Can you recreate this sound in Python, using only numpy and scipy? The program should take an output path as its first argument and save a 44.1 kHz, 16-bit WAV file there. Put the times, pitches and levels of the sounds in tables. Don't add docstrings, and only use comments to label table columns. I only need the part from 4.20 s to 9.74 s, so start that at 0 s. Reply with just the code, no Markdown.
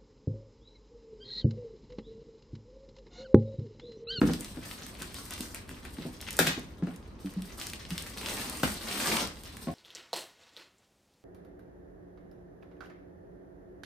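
import sys
import numpy as np
from scipy import signal
from scipy.fft import rfft, irfft, next_fast_len
from scipy.io import wavfile
from scipy.ndimage import map_coordinates

SR = 44100
rng = np.random.default_rng(int(sys.argv[2]) if len(sys.argv) > 2 else 0)


def waveform_to_disk(signal):
    frames = np.transpose(np.atleast_2d(signal))
    scaled = np.clip(frames, -1, 1) * 32767
    samples = np.round(scaled).astype(np.int16)
    wavfile.write(sys.argv[1], SR, samples)


N = 244314


# pitch_hz [Hz], level_db [dB]
AIR_SPECTRUM = [(12, -54), (20, -10.5), (65, 3.5), (107, -3.5), (142, -8), (210, -5), (285, -6.5),
                (328, -9.5), (446, -12.5), (780, -21), (1060, -17.5), (1370, -25.5), (14700, -60),
                (16000, -65)]

# start_s [s], length_s [s], crinkle_db [dB, level before trim],
# fizz_db [dB relative to the crinkle]
GRIP_EVENTS = [(0.0, 0.29, -49.5, 1), (0.383, 0.38, -55.5, 1), (0.57, 0.18, -52, -9), (0.784, .08, -49, 0),
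               (0.918, 0.17, -51.5, 4), (1.087, 0.15, -48, -0.5), (1.185, 0.072, -50, 5.5),
               (1.337, 0.05, -47.5, -1.5), (1.475, .12, -57, -1.5), (1.616, 0.28, -54, -1),
               (1.767, 0.18, -55.5, -17), (2.014, 0.13, -48, -8), (2.109, 0.2, -50, -4.5),
               (2.173, 0.03, -45, 2), (2.246, 0.07, -37, -25), (2.662, 0.09, -58, -8),
               (2.999, 0.26, -57.5, -2), (3.205, 0.44, -54.5, -3.5), (3.368, 0.12, -46.5, -2),
               (3.492, 0.12, -53.5, -6), (3.69, 0.096, -46.5, -3), (3.769, 0.2, -50.5, -0.5),
               (5.15, 0.2, -53, -1.5), (5.354, 0.19, -56.5, 1.5)]
# time_s [s], crinkle_db [dB, level before trim],
# fizz_db and rub_db [dB relative to the crinkle]
FIRST_PULL_CURVE = [(3.96, -52, -8, 0.5), (4.03, -45.5, -1, -1.5), (4.085, -38, -3, -3),
                    (4.14, -40.5, -2, -1), (4.209, -41.5, 0.5, -5), (4.28, -41.5, -3, 0),
                    (4.419, -49, 6, -2)]
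SECOND_PULL_CURVE = [(4.5, -42, 2, -5), (4.59, -47.5, -2.5, 0), (4.68, -41, -1.5, -4),
                     (4.875, -33, -1.5, -3), (5.005, -32, -6, -2.5), (5.05, -42.5, -4, 3.5),
                     (5.09, -55, 1, -3), (5.17, -58, -3, -12)]
# pitch_hz [Hz], level_db [dB]
FOLD_SPECTRUM = [(200, -59), (700, -0.5), (1500, -1.5), (2800, -2), (4500, -2), (7000, -1), (10000, -45),
                 (16000, -27)]
FIZZ_SPECTRUM = [(1500, -22.5), (4500, -2.5), (7000, -8), (8300, 0.5), (10000, -2), (13000, 1), (14600, -3),
                 (16000, 0.5)]
RUB_SPECTRUM = [(60, -17), (120, -10), (160, -1), (210, 1.5), (290, -1.5), (420, -4.5), (560, -5.5),
                (750, -8.5), (1150, -9.5), (2500, -29.5), (6000, -45)]

# start_s [s], box_db [dB], favoured_hz [Hz], table_db [dB], clack_db [dB]
KNOCK_EVENTS = [(0.0155, -10.5, 239, -38, -22), (0.03, -12, 225, -43, -55), (0.074, -20.5, 255, -50, -54),
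                (0.087, -37.5, 250, -45, -34.5), (0.096, -16.5, 240, -36, -33.5),
                (0.142, -26, 190, -50, -46), (0.196, -33, 235, -61, -59), (0.371, -31, 250, -45, -44),
                (0.816, -37.5, 223, -56, -39), (1.204, -29, 225, -62, -58), (1.512, -35.5, 250, -63, -43.5),
                (1.652, -39.5, 250, -54, -39.5), (1.785, -29.5, 226, -54, -42),
                (1.852, -25.5, 280, -43.5, -49), (2.1903, -28, 200, -34, -14), (2.203, -17, 180, -33, -28),
                (2.272, -23, 165, -52, -46), (2.376, -25, 190, -41, -45), (2.6242, -30, 320, -43.5, -44),
                (2.671, -30, 240, -41.5, -37.5), (4.4326, -16.5, 195, -38, -19.5),
                (5.4713, -25, 260, -32.5, -39.5), (5.484, -25.5, 220, -30.5, -38)]
# pitch_hz [Hz], level_db [dB], t60_s [s]
BOX_MODES = [(139, -15, 0.11), (168, -3.5, 0.096), (209, -2, 0.066), (250, 0.5, 0.077), (299.4, -1, 0.063),
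             (351.5, -7.5, 0.06), (467.4, -3.5, 0.061)]
TABLE_MODES = [(542, 0.5, 0.069), (665, -4, 0.12), (751, -7.5, 0.13), (1074, -13, 0.096)]
# pitch_hz [Hz], level_db [dB]
CLACK_SPECTRUM = [(100, -28), (300, 5), (500, 9.5), (900, 1), (1250, 3.5), (1700, 2.5), (2400, -4),
                  (3500, -12), (6000, -18.5), (15000, -35)]

# [s, time constant]
PAT_EVENTS = [(0.017, -32, 60.4, 0.0044), (2.624, -19, 179.8, 0.007), (3.046, -26.5, 191.5, 0.0018),
              (3.164, -23.5, 187, 0.017), (3.711, -28, 177, 0.0082), (4.435, -35, 69.8, 0.0019),
              (5.474, -42, 78, 0.0042)]

# start_s [s], tick_db [dB], pop_db [dB], pop_hz [Hz]
SNAP_EVENTS = [(0.1347, -34, -33.5, 3640), (0.2078, -31.5, -45, 4300), (0.2457, -38.5, -40, 4030),
               (0.5122, -43.5, -36.5, 2616), (0.6656, -39.5, -47, 1690), (0.8201, -34, -38, 3800),
               (0.8287, -40, -45, 2600), (0.9433, -36, -44, 2820), (1.1078, -33.5, -48, 2500),
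               (1.1366, -35, -42, 4000), (1.179, -46, -43, 2400), (1.2066, -31.5, -38.5, 3570),
               (1.3463, -32, -44, 2500), (1.3592, -46, -42.5, 2090), (1.4919, -43, -41.5, 1800),
               (1.6507, -45, -42.5, 1720), (2.0052, -58, -43, 3040), (2.0131, -36, -44, 4000),
               (2.0252, -55, -42, 2320), (2.0671, -70, -43, 2900), (2.0861, -48, -32, 2140),
               (2.107, -30.5, -41, 3720), (2.1293, -35, -45, 4100), (2.1681, -30.5, -53, 3200),
               (2.395, -44, -60, 3000), (2.7612, -47, -55, 3920), (3.06, -53, -48, 3040),
               (3.1376, -48, -55, 1600), (3.2209, -40.5, -43.5, 3600), (3.399, -38, -40, 4300),
               (3.4133, -47, -33.5, 3060), (3.4215, -47, -52, 2700), (3.4686, -34, -37.5, 4400),
               (3.4987, -39, -40, 4450), (3.5338, -37.5, -34.5, 2660), (3.6512, -62, -42, 3120),
               (3.7053, -38, -36, 3100), (3.7789, -34, -30, 3470), (3.8231, -34.5, -58, 3400),
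               (3.9736, -40, -39, 2500), (4.0136, -42.5, -38, 2700), (4.0599, -40, -30.5, 3040),
               (4.0857, -38, -33, 2720), (4.094, -41, -36, 3300), (4.1698, -38, -36.5, 3130),
               (4.1835, -38, -52, 3300), (4.2145, -38, -51, 3500), (4.2979, -29.5, -58, 2700),
               (4.3714, -38, -46, 3500), (4.542, -36, -56, 2310), (4.6243, -41, -55, 3500),
               (4.7256, -46, -34, 3500), (4.773, -47, -50, 3500), (4.8099, -40, -44, 3500),
               (4.8715, -43, -26.5, 4160), (4.883, -38, -39, 3300), (4.966, -31, -33, 3500),
               (4.9689, -31, -26.5, 2740), (5.006, -44, -31.5, 3260), (5.073, -39.5, -44, 3300),
               (5.2354, -43, -48, 3400), (5.3691, -40, -43, 1710)]
# pitch_hz [Hz], level_db [dB]
TICK_SPECTRUM = [(800, -16), (2500, -19), (5000, -5.5), (9200, 3.5), (13200, 1), (16000, -2)]
# pitch_ratio [multiple of pop_hz], level_db [dB]
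POP_SPECTRUM = [(.14, -20.5), (.45, -8.5), (1, 0), (1.45, -3.5), (2.4, -16), (5, -41)]

# [dB, level before trim]
CRACK_EVENTS = [(2.1901, -1.5, 15900, 0.00046, 0.0069, -29), (2.191, -24.5, 14000, 0.0088, 0.18, -35),
                (2.204, -17, 6000, 0.0005, 0.011, -52), (2.2639, -14, 4000, 0.0016, 0.035, -41),
                (2.2700, -7, 4370, 0.0003, 0.0083, -34), (2.2726, -7.5, 4000, 0.00037, 0.0096, -41),
                (4.4325, -12.5, 3560, 0.00036, 0.063, -54)]
# pitch_hz [Hz], level_db [dB]
CRACK_SPECTRUM = [(100, -20), (450, -4), (750, 0), (1100, -8), (1450, 3.5), (1700, -3.5), (2100, 0),
                  (2550, 0), (4000, -3.5), (6500, -6), (9000, -2.5), (13500, 3.5), (16000, -3)]
# pitch_hz [Hz], level_db [dB], t60_s [s]
CRACK_RING_MODES = [(1374, -3, 0.15), (1638, -6, 0.15), (1880, -4.5, .2), (2030, -2.5, 0.094),
                    (2555, -2.5, 0.14), (2910, -12, 0.13), (3160, -17, 0.21), (3540, -8, 0.16),
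                    (3604, -4, .25), (4000, -7, 0.17), (4360, -11, .2)]

# pitch_hz [Hz], t60_s [s]
ROOM_DECAY = [(150, 0.33), (500, 0.28), (2000, 0.34), (6000, 0.3), (14000, 0.25)]
# pitch_hz [Hz], level_db [dB]
ROOM_LEVEL = [(150, 2.5), (400, -2), (1000, 1), (3000, 5.5), (8000, 3.5), (14000, -2)]
# pitch_hz [Hz], likeness [0 to 1]
STEREO_LIKENESS = [(60, 0.91), (250, 0.94), (500, 0.54), (1000, 0.04), (2500, 0.017), (12000, 0.017)]
# [dB, left minus right]
FOREGROUND_PAN = [(300, -0.5), (1500, 2), (2500, 2), (4500, 0), (12000, -0.7)]
# pitch_hz [Hz], level_db [dB]
TREBLE_COLOUR = [(10000, 0), (10700, -7.5), (11300, -30.5), (12100, -3), (14600, -1), (15500, -21)]

GRIP_PEAK_SHARE, GRIP_SHARPNESS = 0.31, 0.59
REST_DB, REST_FIZZ_DB, REST_RUB_DB = -66, -9, 2.5
GRIP_RUB_DB = -5.5
MERGE_DB, MERGE_SHARE = -40, 0.67
SPOT_DB_PER_OCTAVE = 4.5
CONTACT_S = 0.0028
BOX_LOW_HZ = 136
BEND_S, BEND_HZ = 0.0033, 1005
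PANEL_CYCLES, OVERTONE_CYCLES = 23.6, 49
SMALL_SNAPS_PER_S, SMALL_POP_HZ = 22, 2600
USUAL_CRINKLE_DB, SMALL_TICK_DB, SMALL_POP_DB = -52, -65.5, -51.5
SMALL_SNAP_GROWTH, SMALL_SNAP_SCATTER_DB = 0.51, 3
SMALL_SNAP_CROWDING = 0.4
SNAP_S = 0.0022
CRACK_ROUGH_DB = 3
FILM_DRAWN_OUT_DB = -0.5
TOP_HZ = 15700


def amp(db):
    return 10 ** (np.asarray(db) / 20)


def unit(x):
    return x / np.sqrt(np.mean(x ** 2) + 1e-20)


def along(points, hz):
    f, v = np.transpose(points)
    return np.interp(np.log(hz + 1), np.log(f + 1), v)


def curves(rows):
    s, *columns = np.transpose(rows)
    t = np.arange(N) / SR
    return [np.interp(t, s, column, left=-120, right=-120) for column in columns]


def wobble(rate):
    knots = rng.standard_normal(int(N * rate / SR) + 4)
    return map_coordinates(knots, [np.arange(N) * rate / SR])


def filtered(x, response):
    size = x.shape[-1]
    padded = next_fast_len(size + 8192)
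    spectrum = rfft(x, padded) * response(np.fft.rfftfreq(padded, 1 / SR))
    return irfft(spectrum, padded)[..., :size]


def coloured(x, spectrum, size=1024):
    cepstrum = irfft(np.log(amp(along(spectrum, np.fft.rfftfreq(size, 1 / SR)))))
    cepstrum[1:size // 2] *= 2
    cepstrum[size // 2 + 1:] = 0
    kernel = irfft(np.exp(rfft(cepstrum)))
    kernel = kernel / np.linalg.norm(kernel)
    return filtered(x, lambda hz: rfft(kernel, 2 * (len(hz) - 1)))


def fade(t, t60):
    return np.exp(-np.log(1000) * t / t60)


def swell(t, rise, t60):
    shape = (1 - np.exp(-t / rise)) * fade(t, t60)
    return shape / shape.max()


def burst(shape):
    z = rfft(rng.standard_normal(len(shape)) * shape)
    even = irfft(z / (np.abs(z) + 1e-12), len(shape)) * shape ** (1 / 4)
    return even * np.linalg.norm(shape) / np.linalg.norm(even)


def ring(modes, t, detune):
    hz, level, t60 = np.transpose(modes)[:, :, None]
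    strength_db, shift = rng.standard_normal((2, len(modes), 1))
    swings = np.sin(2 * np.pi * hz * (1 + detune * shift) * t)
    return np.sum(amp(level + strength_db) * swings * fade(t, t60), axis=0)


def add(track, s, sound):
    part = track[max(round(s * SR), 0):][:len(sound)]
    part += sound[:len(part)]


def diffuse(pair):
    turn = lambda hz: np.arccos(np.clip(along(STEREO_LIKENESS, hz), -1, 1)) / 2
    mid, side = filtered(pair, lambda hz: np.array([np.cos(turn(hz)), np.sin(turn(hz))]))
    return np.array([mid + side, mid - side])


def background():
    noise = diffuse(rng.standard_normal((2, N)))
    air = unit(filtered(noise, lambda hz: amp(along(AIR_SPECTRUM, hz))))
    hum = np.sin(2 * np.pi * 51.0 * np.arange(N) / SR) * amp(-64.5 + 1.8 * wobble(3.5))
    return amp(-48.5) * air + hum


def handling():
    t = np.arange(N) / SR
    rest_db = np.array([[REST_DB], [REST_DB + REST_FIZZ_DB], [REST_DB + REST_RUB_DB]])
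    power = amp(rest_db) ** 2 * np.ones(N)
    for s, length, db, fizz_db in GRIP_EVENTS:
        age = np.maximum(t - s, 0) / (GRIP_PEAK_SHARE * length)
        squeeze = (age * np.exp(1 - age)) ** GRIP_SHARPNESS
        power += (squeeze * amp([[db], [db + fizz_db], [db + GRIP_RUB_DB]])) ** 2
    pull_db, fizz_db, rub_db = curves(list(FIRST_PULL_CURVE) + list(SECOND_PULL_CURVE))
    power += amp(np.array([pull_db, pull_db + fizz_db, pull_db + rub_db])) ** 2
    return 10 * np.log10(power)


def buckles(rate, scatter_db, pitch_hz, spread, cycles, clump_db, size=128):
    count = int(rate * N / SR)
    place, pitch, loudness, sign = rng.random((count, 4)).T
    clumps = np.cumsum(amp(clump_db * wobble(45)))
    start = np.searchsorted(clumps, place * clumps[-1])
    hz = (pitch_hz * 2 ** (spread * (2 * pitch - 1)))[:, None]
    strength = amp(scatter_db * loudness ** 2) * np.sign(sign - .5)
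    turns = hz * np.arange(size) / SR
    ticks = strength[:, None] * np.sqrt(hz) * np.sin(2 * np.pi * turns) * fade(turns, cycles)
    samples = start[:, None] + np.arange(size)
    return unit(np.bincount(samples.ravel(), ticks.ravel(), N)[:N])


def film(crinkle_db, fizz_db, rub_db):
    clumps = amp(3.1 * wobble(90))
    merged = MERGE_SHARE / (1 + amp(-2 * (crinkle_db - MERGE_DB)))
    blend = lambda loose, dense: np.sqrt(1 - merged) * clumps * loose + np.sqrt(merged) * dense
    folds = blend(
        buckles(rate=340, scatter_db=15.5, pitch_hz=2930, spread=1.17, cycles=9.0, clump_db=5),
        buckles(rate=700, scatter_db=13.5, pitch_hz=2900, spread=1.68, cycles=4.4, clump_db=2.5))
    creases = blend(
        buckles(rate=1500, scatter_db=14.5, pitch_hz=9300, spread=0.25, cycles=1.24, clump_db=5, size=32),
        buckles(rate=4000, scatter_db=15, pitch_hz=9600, spread=0.59, cycles=2.2, clump_db=1.5, size=32))
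    friction = blend(*rng.standard_normal((2, N)))
    crinkle = unit(coloured(folds, FOLD_SPECTRUM)) * amp(crinkle_db - 5.0)
    fizz = unit(coloured(creases, FIZZ_SPECTRUM)) * amp(fizz_db)
    rub = unit(coloured(friction, RUB_SPECTRUM)) * amp(rub_db - 1.5)
    return crinkle + fizz + rub


def radiated(x, low_hz):
    return signal.sosfilt(signal.butter(4, low_hz, "highpass", fs=SR, output="sos"), x)


def bent(x):
    delay_turns = lambda hz: BEND_S * (2 * np.sqrt(hz * BEND_HZ) - hz / 2)
    return filtered(x, lambda hz: np.exp(-2j * np.pi * delay_turns(hz)))


def knocks():
    thumps, clacks, t = np.zeros(N), np.zeros(N), np.arange(SR // 3) / SR
    for s, box_db, spot_hz, table_db, clack_db in KNOCK_EVENTS:
        box_modes = [(hz, db - SPOT_DB_PER_OCTAVE * abs(np.log2(hz / spot_hz)), t60)
                     for hz, db, t60 in BOX_MODES]
        box = amp(box_db) * ring(box_modes, t, detune=0.02)
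        table = amp(table_db) * ring(TABLE_MODES, t, detune=0.018)
        add(thumps, s, (box + table) * (1 - np.exp(-t / CONTACT_S)))
        blow = 7.25 * (t == 0)
        scuff = 0.46 * burst(swell(t, 0.00051, 0.014))
        add(clacks, s, amp(clack_db) * coloured(blow + scuff, CLACK_SPECTRUM))
    return radiated(thumps, BOX_LOW_HZ) + bent(clacks)


def pats():
    track, t = np.zeros(N), np.arange(SR // 2) / SR
    for s, db, hz, rise in PAT_EVENTS:
        boom = np.sin(2 * np.pi * hz * t) * swell(t, rise, PANEL_CYCLES / hz)
        overtone_hz = 1.496 * hz
        overtone = np.sin(2 * np.pi * overtone_hz * t) * swell(t, 0.0014, OVERTONE_CYCLES / overtone_hz)
        overtone *= amp(-2.0 - 900 * rise)
        add(track, s, amp(db - 2.5) * radiated(boom + overtone, 0.71 * hz))
    return track


def small_snaps(crinkle_db):
    count = int(SMALL_SNAPS_PER_S * N / SR)
    chance = np.cumsum(amp(SMALL_SNAP_CROWDING * crinkle_db))
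    at = np.searchsorted(chance, rng.random(count) * chance[-1])
    work_db = SMALL_SNAP_GROWTH * (crinkle_db[at] - USUAL_CRINKLE_DB)
    tick, pop, pitch = rng.standard_normal((count, 3)).T
    tick_db = SMALL_TICK_DB + work_db + SMALL_SNAP_SCATTER_DB * tick
    pop_db = SMALL_POP_DB + work_db + SMALL_SNAP_SCATTER_DB * pop
    pop_hz = SMALL_POP_HZ * np.exp(.27 * pitch)
    return list(zip(at / SR, tick_db, pop_db, pop_hz))


def snaps(rows):
    track, t = np.zeros(N), np.arange(SR // 20) / SR
    at_level = lambda x, db: amp(db) * np.sqrt(SNAP_S * SR) * x / np.linalg.norm(x)
    for s, tick_db, pop_db, pop_hz in rows:
        after = (rng.random(len(t)) < .04) * fade(t, 0.069)
        tick = coloured(burst(swell(t, 0.0004, 0.005) + 0.1 * after), TICK_SPECTRUM)
        pop_spectrum = np.array(POP_SPECTRUM) * [pop_hz, 1]
        pop = coloured(burst(swell(t, 0.0006, .009) + 0.55 * after), pop_spectrum)
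        add(track, s, at_level(tick, tick_db) + at_level(pop, pop_db))
    return track


def cracks():
    track, t = np.zeros(N), np.arange(SR // 3) / SR
    for s, db, bright_hz, rise, t60, ring_db in CRACK_EVENTS:
        shape = swell(t, rise, t60)
        rough_db = CRACK_ROUGH_DB * wobble(703)[:len(t)] * (1.5 - fade(t, 0.022))
        broken = shape * amp(rough_db)
        broken *= np.linalg.norm(shape) / np.linalg.norm(broken)
        clap = coloured(burst(broken), CRACK_SPECTRUM)
        softened = filtered(clap, lambda hz: 1 / (1 + 1j * hz / bright_hz))
        add(track, s, amp(db - 8) * softened)
        add(track, s, amp(ring_db - 6) * ring(CRACK_RING_MODES, t, detune=.001))
    return track


def placed(x, lead_s, pan_db):
    sides = np.array([[.5], [-.5]])
    return filtered(x, lambda hz: amp(pan_db * sides) * np.exp(2j * np.pi * hz * lead_s * sides))


def room(x, count=80):
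    out, size = np.zeros((2, N + SR)), N // count + 1
    hz, t, z = signal.stft(rng.standard_normal((2, 3 * SR)), SR, nperseg=256)
    walls = diffuse(signal.istft(z * amp(along(ROOM_LEVEL, hz))[:, None], SR, nperseg=256)[1])
    z = signal.stft(walls, SR, nperseg=256)[2]
    t = t[t < .4]
    shape = fade(t, along(ROOM_DECAY, hz)[:, None])
    shape = shape * (1 - np.exp(-t / 0.00037)) * (1 + 0.44 * fade(t, 0.069))
    shape /= np.sqrt(np.sum(shape ** 2, axis=1, keepdims=True) * t[1] * SR)
    for start in range(0, N, size):
        pick = rng.integers(z.shape[2] - len(t))
        tail = signal.istft(z[:, :, pick:pick + len(t)] * shape, SR, nperseg=256)[1]
        wet = signal.fftconvolve(x[None, start:start + size], tail, axes=1)
        out[:, start:start + wet.shape[1]] += wet
    return out[:, :N]


def scene():
    crinkle_db, fizz_db, rub_db = handling()
    rustle = film(crinkle_db, fizz_db, rub_db)
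    hard, soft = knocks(), pats()
    ticks = snaps(list(SNAP_EVENTS) + small_snaps(crinkle_db))
    claps = cracks()
    pull_span_s = [FIRST_PULL_CURVE[0][0], FIRST_PULL_CURVE[-1][0]]
    drawn_out = np.interp(np.arange(N) / SR, pull_span_s, [0, 1])
    rustle = amp(FILM_DRAWN_OUT_DB * drawn_out) * rustle
    direct = (placed(rustle + ticks, lead_s=0.00001, pan_db=0.5)
              + placed(claps, lead_s=-0.000012, pan_db=2.5)
              + placed(hard + soft, lead_s=-0.000036, pan_db=0.9))
    sent = rustle + amp(-6.0) * ticks + amp(0.5) * claps + amp(-2.5) * hard + amp(-8.0) * soft
    sides = np.array([[.5], [-.5]])
    foreground = filtered(direct + room(sent), lambda hz: amp(along(FOREGROUND_PAN, hz) * sides))
    return foreground + background()


def record(dry):
    heard = filtered(dry, lambda hz: amp(along(TREBLE_COLOUR, hz)))
    return filtered(heard, lambda hz: 1 / np.sqrt(1 + (hz / TOP_HZ) ** 120))


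dry = scene()
out = record(dry)
waveform_to_disk(out)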